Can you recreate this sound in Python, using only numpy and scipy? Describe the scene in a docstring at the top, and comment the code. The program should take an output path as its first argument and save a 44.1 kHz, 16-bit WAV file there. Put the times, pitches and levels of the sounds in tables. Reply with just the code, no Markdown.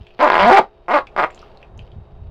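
"""A fan hums and handling rumbles from the start; two faint finger ticks follow in the first 0.11 s.
From 0.19 s a plastic straw is worked through a cup lid in three strokes, close up in a small room.
It sticks and slips: each slip knocks the lid and rings the cup; fast runs fuse into a squeak, single ones snap.
From 1.3 s, strokes over, the cup is lifted with more ticks (filtered noise bursts) and a faint rub.
The rumble and fan air are coloured noise; the fan air is loudest at 1.2 s."""
import sys
import numpy as np
from scipy import signal
from scipy.fft import rfft, irfft, next_fast_len
from scipy.io import wavfile

SR = 44100
rng = np.random.default_rng(int(sys.argv[2]) if len(sys.argv) > 2 else 0)


def transcribe(u):
    """Save the signal u as a 16-bit wav file named by the first command-line argument.

    u: samples, shape (n,) or (channels, n), limited to [-1, 1]; the rate is SR.
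    q: integer samples, one column per channel.
    """
    v = np.clip(np.atleast_2d(u).T, -1, 1)
    q = np.round(v * 32767).astype(np.int16)
    wavfile.write(sys.argv[1], SR, q)


N = 101430

# Fan air spectrum. Each row: frequency in Hz, relative level in dB.
FAN_AIR_COLOUR = [(30, 16.5), (260, -2), (400, 5.5), (800, 3.5), (1800, -14.5), (3800, -29), (5500, -36),
                  (15000, -55)]
# Fan air level. Each row: time in seconds, rms level in dB.
FAN_AIR_LEVEL = [(.8, -52.5), (1.2, -42), (2.1, -50.5)]
# Fan motor lines. Each row: frequency in Hz, rms level in dB.
FAN_MOTOR_LINES = [(360.7, -60.5), (420, -60.5), (662, -61), (3752, -78)]

# Arm movements. Each row: centre in seconds, rumble level in dB, half length (to 1/e) in seconds.
ARM_MOVEMENTS = [(.01, -39.5, 0.035), (0.44, -35.5, 0.079), (1.776, -38, 0.086), (1.971, -35, 0.05),
                 (2.32, -35, 0.19)]
# Handling rumble spectrum. 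Each row: frequency in Hz, relative level in dB.
RUMBLE_COLOUR = [(10, -13), (25, 2), (75, 3), (160, -6.5), (250, -19), (600, -88.5)]
RUMBLE_FLOOR_DB = -58

# Fingers ticking on cup and straw. Each row: start in seconds, peak level in dB, centre frequency in Hz.
FINGER_TICKS = [(.068, -36.5, 2720), (0.106, -41, 2700), (1.07, -32, 2460), (1.303, -30.5, 2100),
                (1.307, -47, 6700), (1.3467, -36.5, 6260), (1.357, -48, 6940), (1.377, -36, 3000),
                (1.3916, -38.5, 4770), (1.417, -44.5, 5560), (1.427, -35, 1230), (1.5723, -40, 4030),
                (1.628, -35, 2640), (1.777, -42.5, 6930), (1.7918, -32, 2660), (1.917, -45, 3330)]
TICK_T60_CYCLES, TICK_RELATIVE_WIDTH, TICK_ATTACK_S = 42, .1, .00024
CRACK_DB, CRACK_T60_S, CRACK_TOP_HZ = -9, .0074, 4000
# Fingers sliding on the cup. Each row: time in seconds, level in dB.
RUB_LEVEL = [(.17, -60), (.85, -69.5), (1.05, -70.5), (1.42, -54.5), (1.54, -62.5), (1.64, -63),
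             (1.73, -79), (1.83, -61.5), (1.97, -70)]
# Rub spectrum. Each row: frequency in Hz, relative level in dB.
RUB_COLOUR = [(800, -1.5), (2000, -7.5), (2750, 0.5), (3500, -6.5), (4700, -11), (8000, -39),
              (14000, -36.5)]
CRINKLE_DB, CRINKLE_PER_S = 5, 400

# Runs of slips, one table per run. Each row: time in seconds, slips per second, relative slip level in dB,
# edge level in dB relative to the slip, roughness from 0 to 1.
SLIP_RUNS = [
    [(.1912, 234, -18.5, 6, .1), (.208, 269, -5.5, 2, .2), (.226, 298, -3, 1, 0.27),
     (.247, 300, 0, -7.5, 0.01), (.26, 290, -3.5, -9, 0.16), (.275, 229, -2.5, -3, 0.31)],
    [(.3906, 191, -2.5, 8.5, 0.05), (.425, 196, -2.5, 6, .05), (.448, 202, -2, 2.5, .1),
     (.468, 233, -8.5, 10, 0.2), (.484, 238, -5.5, 3.5, 0.01), (.504, 260, 3, -4, 0.13)],
    [(.51, 299, 1.5, -0.5, 0.26), (.518, 382, -2.5, 3, .3), (.532, 388, -4, 4.5, 0),
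     (.555, 394, -5.5, 2, 0.1), (.575, 396, -3.5, 9.5, .15), (.586, 377, 0.5, -1, 0.23),
     (.601, 195, -3.5, -6, 0.05)],
    [(.8828, 172.5, -11, -6, 0.09), (.902, 188.6, -8, -5, 0.19), (.912, 230, -4.5, 0.5, 0.08),
     (.929, 255, -7.5, -3.5, 0.01), (.941, 309, -4.5, 5, 0.04), (.953, 292, -3.5, -1.5, 0.01),
     (.966, 294, -1, -10.5, 0.09), (.981, 258, -5.5, 5, 0)],
    [(1.1767, 188, -6.5, -1.5, 0.11), (1.198, 193, -2.5, 1.5, 0.15), (1.211, 117, -5.5, -3, 0.01),
     (1.228, 155, -5, 0.5, 0), (1.238, 138, -0.5, 2.5, 0.19), (1.247, 194, -2.5, -4, 0)],
]
JITTER_PERIODS, SCATTER_DB = 0.41, 1.5  # standard deviations at roughness 1
# Single hard slips where the straw catches. Each row: time in seconds, relative level in dB.
SNAPS = [(0.2777, -0.5), (0.2876, -5.5), (0.3011, 2), (0.3145, -9.5), (0.32, 0), (0.3317, -2), (0.342, 1),
         (0.354, 0), (.3620, -4), (0.368, 0), (0.3797, -1), (.987, -5.5), (1.1639, -9)]
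SNAP_EDGE_DB = 4
REBOUND_S, REBOUND_DB = .0049, -12.5  # a weaker slip follows each snap

# Lid swing locked to the slips. Each row: time in seconds, peak level in dB of the 1st, 2nd and 3rd
# multiple of the slip rate.
SWING_LEVELS = [(0.194, -27.5, -24.5, -45), (.245, -22, -11.5, -28), (.3, -39.5, -41.5, -45),
                (.39, -41.5, -48.5, -20), (.44, -19, -36.5, -15), (0.492, -19.5, -13.5, -10),
                (.512, -16, -21.5, -35), (.55, -9, -6.5, -50), (.595, -22.5, -16.5, -40),
                (.91, -48.5, -49.5, -45), (0.952, -20, -11.5, -34), (1.0, -47, -37.5, -50)]
SWING_LAG_S, SWING_FADE_S = 0.00038, .004

# Spectrum of a slip's push on the lid. Each row: frequency in Hz, relative level in dB.
LID_PUSH = [(40, -38), (140, -16.5), (250, -5.5), (600, 5), (1000, 7), (1500, -2.5), (1750, -14),
            (2100, -11), (2900, -23.5), (6500, -44.5), (14000, -73.5)]
LID_PUSH_DB = -4
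# Main lid mode, shifting as the straw bends the lid. Each row: time in seconds, frequency in Hz.
LID_MODE_PITCH = [(.19, 1013), (.46, 1026), (.53, 828), (.6, 877), (.92, 1070), (.96, 1116), (1.2, 1169)]
LID_MODE_DB, LID_MODE_T60_S = -12.5, 0.027
# Modes of cup and lid. Each row: frequency in Hz, level in dB relative to the slip, t60 in seconds.
CUP_MODES = [(454, -32, 0.027), (760, -19, 0.033), (845, -25, .02), (1410, -31, .018), (1900, -24.5, 0.026)]
CUP_ATTACK_S = 0.0006
WALL_HZ, WALL_WIDTH_HZ = 1097, 230  # band that the thin cup wall holds back

# Spectrum of the lid's cut edge. Each row: frequency in Hz, relative level in dB.
EDGE_COLOUR = [(300, -33), (1500, 2.5), (2100, 4), (2800, -4), (3300, -7), (4900, -15.5), (6000, -28),
               (8000, -39), (13000, -54.5), (16000, -69)]
EDGE_DB, SCRAPE_DB, SCRAPE_T60_S = -16, -9.5, .008

# Room decay. Each row: frequency in Hz, t60 in seconds.
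ROOM_DECAY = [(300, .14), (3000, 0.12), (14000, .16)]
ROOM_DB, ROOM_DELAY_S = -6, 0.002957
TOP_HZ = 15750


def amp(db):
    """Decibels to gain."""
    return 10 ** (np.asarray(db) / 20)


def unit(x):
    """x scaled to rms 1."""
    return x / np.sqrt(np.mean(x ** 2) + 1e-20)


def along(points, hz):
    """(Hz, value) points read on a log frequency axis."""
    f, value = np.transpose(points)
    return np.interp(np.log(hz + 1), np.log(f + 1), value)


def curve(rows):
    """(s, value) points read at every sample."""
    return np.interp(np.arange(N) / SR, *np.transpose(rows))


def filtered(x, response):
    """x times a response of frequency."""
    m = next_fast_len(N + SR // 2)
    return irfft(rfft(x, m) * response(np.fft.rfftfreq(m, 1 / SR)), m)[:N]


def noise(colour):
    """Coloured noise of rms 1."""
    return unit(filtered(rng.standard_normal(N), lambda hz: amp(along(colour, hz))))


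def knock(colour, size=4096):
    """A causal minimum-phase pulse of peak 1 with this spectrum."""
    cepstrum = irfft(np.log(amp(along(colour, np.fft.rfftfreq(size, 1 / SR)))))
    # fold onto positive time
    cepstrum[1:size // 2] *= 2
    cepstrum[size // 2 + 1:] = 0
    pulse = irfft(np.exp(rfft(cepstrum)))
    return pulse / np.abs(pulse).max()


def pulses(times, sizes, order=8):
    """Impulses placed between samples by windowed sinc."""
    at = times[:, None] * SR
    i = np.floor(at).astype(int) + np.arange(1 - order, order + 1)
    weight = np.sinc(i - at) * np.cos(np.pi * (i - at) / (2 * order)) ** 2
    return np.bincount(i.ravel(), (weight * sizes[:, None]).ravel(), N)[:N]


def through(x, h):
    """x played through an impulse response."""
    return signal.fftconvolve(x, h)[:N]


def fan():
    """Air noise of slowly varying level, with steady motor lines."""
    t = np.arange(N) / SR
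    hum = np.zeros(N)
    for hz, db in FAN_MOTOR_LINES:
        hum += amp(db) * np.sqrt(2) * np.sin(2 * np.pi * (hz * t + rng.random()))
    return hum + amp(curve(FAN_AIR_LEVEL)) * noise(FAN_AIR_COLOUR)


def handling():
    """Each arm movement swells the rumble in the microphone."""
    t = np.arange(N) / SR
    swell = sum(amp(db) * np.exp(-((t - s) / half) ** 2) for s, db, half in ARM_MOVEMENTS)
    return (amp(RUMBLE_FLOOR_DB) + swell) * noise(RUMBLE_COLOUR)


def finger_ticks():
    """Small plastic ticks: a narrow noise ring decaying over a few dozen cycles, plus a dull crack."""
    out, t = np.zeros(N + SR), np.arange(SR // 10) / SR
    f = np.fft.rfftfreq(len(t), 1 / SR)
    for s, db, hz in FINGER_TICKS:
        grit = rfft(rng.standard_normal(len(t)))
        ring = unit(irfft(grit / (1 + ((f - hz) / (TICK_RELATIVE_WIDTH * hz)) ** 2), len(t)))
        crack = unit(irfft(grit / (1 + (f / CRACK_TOP_HZ) ** 4), len(t)))
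        tick = ring * amp(-60 * t * hz / TICK_T60_CYCLES)
        tick += crack * amp(CRACK_DB - 60 * t / CRACK_T60_S)
        tick *= (1 - np.exp(-t / TICK_ATTACK_S)) ** 2
        out[round(s * SR):][:len(t)] += amp(db) * tick / np.abs(tick).max()
    return out[:N]


def finger_rub():
    """Fingers sliding as the grip changes: coloured noise under a crinkling gain."""
    return amp(curve(RUB_LEVEL)) * noise(RUB_COLOUR) * crinkle()


def crinkle():
    """A fast random gain of rms 1."""
    knots = rng.standard_normal(N)
    wander = np.interp(np.arange(N) * CRINKLE_PER_S / SR, np.arange(N), knots)
    return unit(amp(CRINKLE_DB * wander))


def slips(run):
    """Time, level and edge level of each slip: one per turn of the slip rate, scattered by roughness."""
    s, rate, level, edge, rough = np.transpose(run)
    t = np.arange(s[0], s[-1], 1 / SR)
    turns = np.cumsum(np.interp(t, s, rate)) / SR
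    at = np.interp(np.arange(int(turns[-1]) + 1), turns, t)
    chance = rng.standard_normal(size=(256, 2))[:len(at)]
    rate, level, edge, rough = (np.interp(at, s, column) for column in (rate, level, edge, rough))
    jittered = at + JITTER_PERIODS * rough * chance[:, 0] / rate
    return jittered, level + SCATTER_DB * rough * chance[:, 1], edge


def snaps():
    """Time, level and edge level of each single slip and its rebound."""
    rows = []
    for s, db in SNAPS:
        rows.append((s, db, SNAP_EDGE_DB))
        rows.append((s + REBOUND_S, db + REBOUND_DB, SNAP_EDGE_DB))
    return np.transpose(rows)


def swing(run):
    """The clean squeal of the lid: three multiples of the slip rate, in step with the unjittered slips."""
    s, rate = np.transpose(run)[:2]
    t = np.arange(N) / SR
    to_edge_s = np.minimum(t - s[0], s[-1] + SWING_FADE_S - t)
    held = np.clip(to_edge_s / SWING_FADE_S, 0, 1)
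    turns = np.cumsum(np.interp(t, s, rate) * (t >= s[0] + SWING_LAG_S)) / SR
    squeal = np.zeros(N)
    table = np.transpose(SWING_LEVELS)
    for k in (1, 2, 3):
        squeal += amp(np.interp(t, table[0], table[k])) * np.cos(2 * np.pi * k * turns)
    return -held * squeal


def cup_ring(jerks):
    """Each jerk excites decaying modes of cup and lid."""
    t = np.arange(SR // 5) / SR
    ring = sum(amp(db - 60 * t / t60) * np.sin(2 * np.pi * hz * t) for hz, db, t60 in CUP_MODES)
    return through(jerks, ring * (1 - np.exp(-t / CUP_ATTACK_S)))


def lid_ring(at, level):
    """Each slip rings the lid at the pitch its bend gives it at that moment."""
    out, t = np.zeros(N + SR), np.arange(SR // 20) / SR
    for s, db in zip(at, level):
        hz = np.interp(s, *np.transpose(LID_MODE_PITCH))
        decay = amp(db + LID_MODE_DB - 60 * t / LID_MODE_T60_S)
        out[round(s * SR):][:len(t)] += decay * np.sin(2 * np.pi * hz * t)
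    return out[:N]


def cup_wall(x):
    """The thin wall delays its own band (an all-pass), so a short ring follows the spike of each slip."""
    def lag(f):
        return WALL_HZ ** 2 - f ** 2 + 1j * f * WALL_WIDTH_HZ
    return filtered(x, lambda f: np.conj(lag(f)) / lag(f))


def edge_scrape(at, level):
    """Each slip clicks on the lid's cut edge and leaves a short decaying burst of noise."""
    t = np.arange(SR // 5) / SR
    clicks = pulses(at, amp(level))
    scrape = through(clicks, amp(SCRAPE_DB - 60 * t / SCRAPE_T60_S)) * rng.standard_normal(N)
    return amp(EDGE_DB) * through(clicks + scrape, knock(EDGE_COLOUR))


def straw():
    """Every slip jerks the lid inward, rings lid and cup and scrapes the lid's edge."""
    at, level, edge = np.hstack([slips(run) for run in SLIP_RUNS] + [snaps()])
    jerks = pulses(at, amp(level))
    lid = amp(LID_PUSH_DB) * through(jerks, knock(LID_PUSH)) + lid_ring(at, level)
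    body = cup_wall(cup_ring(jerks) + lid)
    squeal = sum(swing(run) for run in SLIP_RUNS)
    return squeal - body + edge_scrape(at, level + edge)  # minus: inward


def room(x):
    """A short diffuse tail, each frequency dying at its own speed."""
    hz, t, z = signal.stft(rng.standard_normal(SR // 2), SR, nperseg=256)
    decay = amp(-60 * t / along(ROOM_DECAY, hz)[:, None])
    tail = signal.istft(z * decay, SR, nperseg=256)[1]
    return through(x, np.pad(tail / np.linalg.norm(tail), (round(ROOM_DELAY_S * SR), 0)))


def scene():
    """The cup in its room, over the background."""
    cup = straw() + (finger_ticks() + finger_rub())
    return (cup + amp(ROOM_DB) * room(cup) + handling() + fan())[None]


def record(dry):
    """The loudest peaks are rounded off near full scale, then the band is limited."""
    top, knee = .95, 30
    clipped = dry / (1 + np.abs(dry / top) ** knee) ** (1 / knee)
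    low_pass = signal.ellip(10, .1, 80, TOP_HZ, fs=SR, output="sos")
    return signal.sosfilt(low_pass, clipped)


dry = scene()
out = record(dry)
transcribe(out)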